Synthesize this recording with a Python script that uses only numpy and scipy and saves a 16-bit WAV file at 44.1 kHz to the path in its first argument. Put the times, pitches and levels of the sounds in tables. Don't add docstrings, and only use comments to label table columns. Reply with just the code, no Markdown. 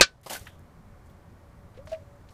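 import sys
import numpy as np
from scipy import signal
from scipy.fft import rfft, irfft, next_fast_len
from scipy.io import wavfile
from scipy.ndimage import map_coordinates

SR = 44100
rng = np.random.default_rng(int(sys.argv[2]) if len(sys.argv) > 2 else 0)


def store_pcm(level_fs):
    pcm = np.round(np.clip(level_fs, -1, 1) * 32767).astype(np.int16)
    wavfile.write(sys.argv[1], SR, np.atleast_2d(pcm).T)


def voltage_ratio(decibels):
    exponent = np.asarray(decibels, float) / 20
    return 10 ** exponent


N = 103061
T = np.arange(N) / SR


def unit(x):
    return x / np.sqrt(np.mean(x ** 2) + 1e-20)


def along(points, hz):
    f, v = np.transpose(points)
    return np.interp(np.log(hz + 1), np.log(f + 1), v)


def filtered(x, response):
    size = next_fast_len(len(x) + 8192)
    gain = response(np.fft.rfftfreq(size, 1 / SR))
    return irfft(rfft(x, size) * gain, size)[:len(x)]


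def fall(start_s, t60_s, rise_s=0.00012):
    t = np.maximum(T - start_s, 0)
    return voltage_ratio(-60 * t / t60_s) * (1 - np.exp(-t / rise_s))


def ring(start_s, hz, db, t60_s):
    phase = 2 * np.pi * rng.random()
    return voltage_ratio(db) * fall(start_s, t60_s) * np.sin(2 * np.pi * hz * (T - start_s) + phase)


# pitch in Hz, level in dB, t60 in seconds.
SLIDE_MODES = [(2532, -19.5, 0.033), (917.4, -23.5, .04), (356, -26, 0.037), (8100, -46, 0.092),
               (55.3, -29, 0.21), (150, -31, 0.024)]


def slide():
    hiss = unit(filtered(rng.standard_normal(N), lambda f: 1 / (1 + (f / 3000) ** 2)))
    modes = sum(ring(-0.00084, *mode) for mode in SLIDE_MODES)
    return modes + voltage_ratio(-36) * fall(-.001, .05) * hiss


SNAP_S = .0098
# frequency in Hz, level in dB.
CLATTER_SPECTRUM = [(60, -11), (550, -5.5), (900, -16.5), (1550, 4), (2000, -11), (4200, -1), (8000, -10),
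                    (15000, -32.5)]
# frequency in Hz, t60 in seconds.
CLATTER_DECAY = [(100, 0.12), (500, 0.056), (2000, .13), (6000, .11), (14000, 0.04)]


def clatter():
    hz, t, noise = signal.stft(rng.standard_normal(SR // 2), SR, nperseg=128)
    early = voltage_ratio(along(CLATTER_SPECTRUM, hz))[:, None] * noise
    early_rms = np.sqrt(np.mean(signal.istft(early, SR, nperseg=128)[1] ** 2))
    decay = voltage_ratio(-60 * t / along(CLATTER_DECAY, hz)[:, None])
    tail = signal.istft(early * decay, SR, nperseg=128)[1] / early_rms
    out = np.zeros(N)
    out[round(SNAP_S * SR):][:len(tail)] = voltage_ratio(-7) * tail
    return out


# pitch in Hz, level in dB.
SHELL_MODES = [(1172, -6), (1546, 0), (1755, -4), (2300, -3), (2488, 0), (2670, 0), (2950, -8), (3510, -6),
               (4020, 2), (4240, 2), (4478, 1), (4923, -5), (5387, -5), (6260, -8)]
# pitch in Hz, level in dB, t60 in seconds.
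HOLLOW_MODES = [(540, -6, .03), (390, -15, .05)]


def snap():
    noise = unit(filtered(rng.standard_normal(N), lambda f: 1 / (1 + (f / 8000) ** 2)))
    crack = voltage_ratio(-11.5) * fall(SNAP_S, .006) * noise
    hollow = sum(ring(SNAP_S, *mode) for mode in HOLLOW_MODES)
    shell = sum(ring(SNAP_S, hz, db - 18, t60_s=.1) for hz, db in SHELL_MODES)
    rim = ring(.03, hz=1505, db=-22, t60_s=.17)
    return clatter() + crack + hollow + shell + rim


# frequency in Hz, level in dB.
CABIN_SPECTRUM = [(20, -9.5), (75, -2), (190, -10), (300, -18), (1120, -24), (2200, -32.5), (2700, -39.5),
                  (14900, -49)]
# centre in Hz, width in Hz, level in dB at 1 s.
HUMS = [(570, 12, -69), (732, 20, -77), (1141, 30, -76), (90, 25, -60)]


def cabin():
    noise = rng.standard_normal(N)
    air = voltage_ratio(-51.5) * unit(filtered(noise, lambda f: voltage_ratio(along(CABIN_SPECTRUM, f))))
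    rumble = filtered(air, lambda f: 1 / (1 + (f / 250) ** 4))
    lumps_db = 2 * map_coordinates(rng.standard_normal(40), [T * 12])
    air += rumble * (voltage_ratio(lumps_db) - 1)
    growth_db = 2 * (T - 1)
    for hz, width_hz, db in HUMS:
        hum = unit(filtered(rng.standard_normal(N), lambda f: 1 / (1 + (2 * (f - hz) / width_hz) ** 2)))
        air += voltage_ratio(db + growth_db) * hum
    hold_s, recover_s, duck_db = .22, .2, -7.5
    return air * voltage_ratio(duck_db * np.clip(1 - (T - hold_s) / recover_s, 0, 1))


def van(x):
    burst = rng.standard_normal(N) * fall(0.006, t60_s=0.13, rise_s=0.0025)
    tail = filtered(burst, lambda f: 1 / (1 + f / 5000))[:SR // 2]
    return signal.fftconvolve(x, tail / np.linalg.norm(tail))[:N]


# start in seconds, level in dB, pitch in
# Hz, t60 in seconds.
THUDS = [(.262, -36, 540, .04), (.2655, -37, 960, .03), (.298, -32, 2950, .025), (.308, -34, 760, .045),
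         (.318, -36, 890, .05), (.328, -36, 580, .04), (.262, -42, 5000, .022), (.414, -41, 85, .08),
         (.262, -43, 150, .06), (.299, -40, 5100, .015), (1.916, -50, 2500, .02), (1.916, -48, 910, .03),
         (.0375, -24, 2350, .06), (.345, -44, 4400, .03)]
# start in seconds, pitch in Hz, level in dB, t60 in seconds.
WALL_PANEL = (1.945, 570, -53, .9)


def thuds():
    return ring(*WALL_PANEL) + sum(ring(s, hz, db, t60_s) for s, db, hz, t60_s in THUDS)


# start in seconds, level in dB, t60 in seconds, centre in Hz,
# width in octaves.
NOISE_BURSTS = [(.213, -57, 0.016, 10100, 0.93), (.232, -71, 0.049, 6000, 3.7),
                (.246, -50, 0.014, 12000, .4), (0.297, -43, 0.013, 9000, 0.33),
                (.332, -27.5, 0.024, 10000, 2.3), (.357, -40, 0.097, 1510, 0.11),
                (.38, -56, 0.013, 12000, .7), (.394, -38.5, 0.017, 7000, 0.8), (.428, -50, 0.013, 8900, .7),
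                (.454, -59, 0.12, 6360, 0.32), (.459, -60, 0.42, 3280, .2), (.468, -41.5, 0.078, 1760, 0.74),
                (.471, -52, 0.051, 9900, 1.6), (.592, -57, 0.022, 10040, 0.95),
                (1.057, -66.5, 0.12, 7940, 0.7), (1.096, -68, 0.077, 3270, 0.27),
                (1.098, -66, 0.11, 11000, 1.7),
                (.012, -55, 0.68, 584, 0.93), (.306, -32, 0.042, 714, 0.56), (.263, -39, 0.093, 760, 0.7),
                (1.742, -62.5, 0.21, 2000, 0.91), (1.917, -49, 0.09, 1300, 1.8), (.06, -68, 0.64, 4000, 1),
                (1.771, -56, 0.088, 2153, 1.1), (1.871, -54.5, 0.098, 3950, 0.83),
                (1.871, -42, 0.036, 1160, 0.83), (1.893, -56, 0.35, 3200, 1.04),
                (1.918, -55, 0.066, 3950, 0.78), (1.93, -51, 0.052, 3000, 1.54),
                (1.929, -41, 0.054, 1700, 0.8), (1.946, -46.5, 0.0374, 2130, 0.36),
                (1.97, -81, 4.5, 6950, 0.27), (2.288, -55, 0.057, 3450, 0.89),
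                (2.303, -64.5, 0.3, 5700, 1.1), (.0098, -24, .02, 12000, 0.67),
                (1.855, -66.5, .4, 6960, 1.1)]


def rustles():
    out = np.zeros(N)
    for s, db, t60_s, hz, octaves in NOISE_BURSTS:
        noise = filtered(rng.standard_normal(SR),
                         lambda f: voltage_ratio(-6 * (np.log2((f + 1) / hz) / octaves) ** 2))
        start = round(s * SR)
        envelope = fall(s, t60_s, .001)[start:start + SR]
        out[start:start + SR] += voltage_ratio(db) * envelope * unit(noise)[:N - start]
    return out


# time in seconds, level in dB.
CRUMB_FLOW = [(0.232, -58.5), (0.259, -62), (0.265, -45.5), (0.292, -55), (0.299, -38.5), (0.352, -36.5),
              (.39, -52), (.45, -59), (.56, -74)]
# frequency in Hz, level in dB.
CRUMB_SPECTRUM = [(120, -52), (200, -12), (311, -12), (883, -11), (1180, -16.5), (1620, -12.5),
                  (13800, -18.5), (15100, -27), (16000, -37)]


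def grounds():
    rate_per_s, spread_db, hiss_db, clump_db = 2500, 1, 4, 1.3
    hits = rng.random(N) < rate_per_s / SR
    clicks = hits * voltage_ratio(spread_db * rng.exponential(size=N)) * rng.standard_normal(N)
    mix = unit(clicks) + voltage_ratio(hiss_db) * rng.standard_normal(N)
    rain = unit(filtered(mix, lambda f: voltage_ratio(along(CRUMB_SPECTRUM, f))))
    clumps = map_coordinates(rng.standard_normal(600), [T * 220])
    s, db = np.transpose(CRUMB_FLOW)
    return rain * voltage_ratio(np.interp(T, s, db, -120, -120) + clump_db * clumps)


# time in seconds, pitch in Hz.
AIR_PITCH = [(1.77, 450), (1.79, 515.3), (1.81, 566), (1.83, 583.5), (1.875, 617), (1.915, 648.4),
             (2.0, 630)]
# start in seconds, level in dB, rise in seconds, t60 in seconds.
AIR_POPS = [
    (1.774, -40, 0.0011, .07),
    (1.789, -40, 0.0011, 0.16),
    (1.872, -40.5, .003, 0.12),
    (1.893, -55, .003, .06),
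    (1.917, -25.5, .003, 0.11),
    (1.926, -25.5, 0.0025, 0.12),
]


def tube():
    phase = 2 * np.pi * np.cumsum(np.interp(T, *np.transpose(AIR_PITCH))) / SR
    pushes = sum(voltage_ratio(db) * fall(s, t60_s, rise_s) for s, db, rise_s, t60_s in AIR_POPS)
    return pushes * np.sin(phase)


def scene():
    squeeze_s, squeeze_over_s, squeeze_db = 0.034, .025, -9.5
    squeeze = voltage_ratio(squeeze_db * np.clip((T - squeeze_s) / squeeze_over_s, 0, 1))
    stop = (slide() + snap()) * squeeze
    near = stop + thuds() + rustles() + grounds() + tube()
    return (near + voltage_ratio(-32) * van(near) + cabin())[None]


def top_cut(x):
    return signal.sosfilt(signal.butter(12, 16390, fs=SR, output="sos"), x)


def record(dry):
    mic = filtered(dry[0], lambda f: 1 / (1 + (f / 15300) ** 60))[None]
    return top_cut(np.clip(mic, -1, 1))


dry = scene()
out = record(dry)
store_pcm(out)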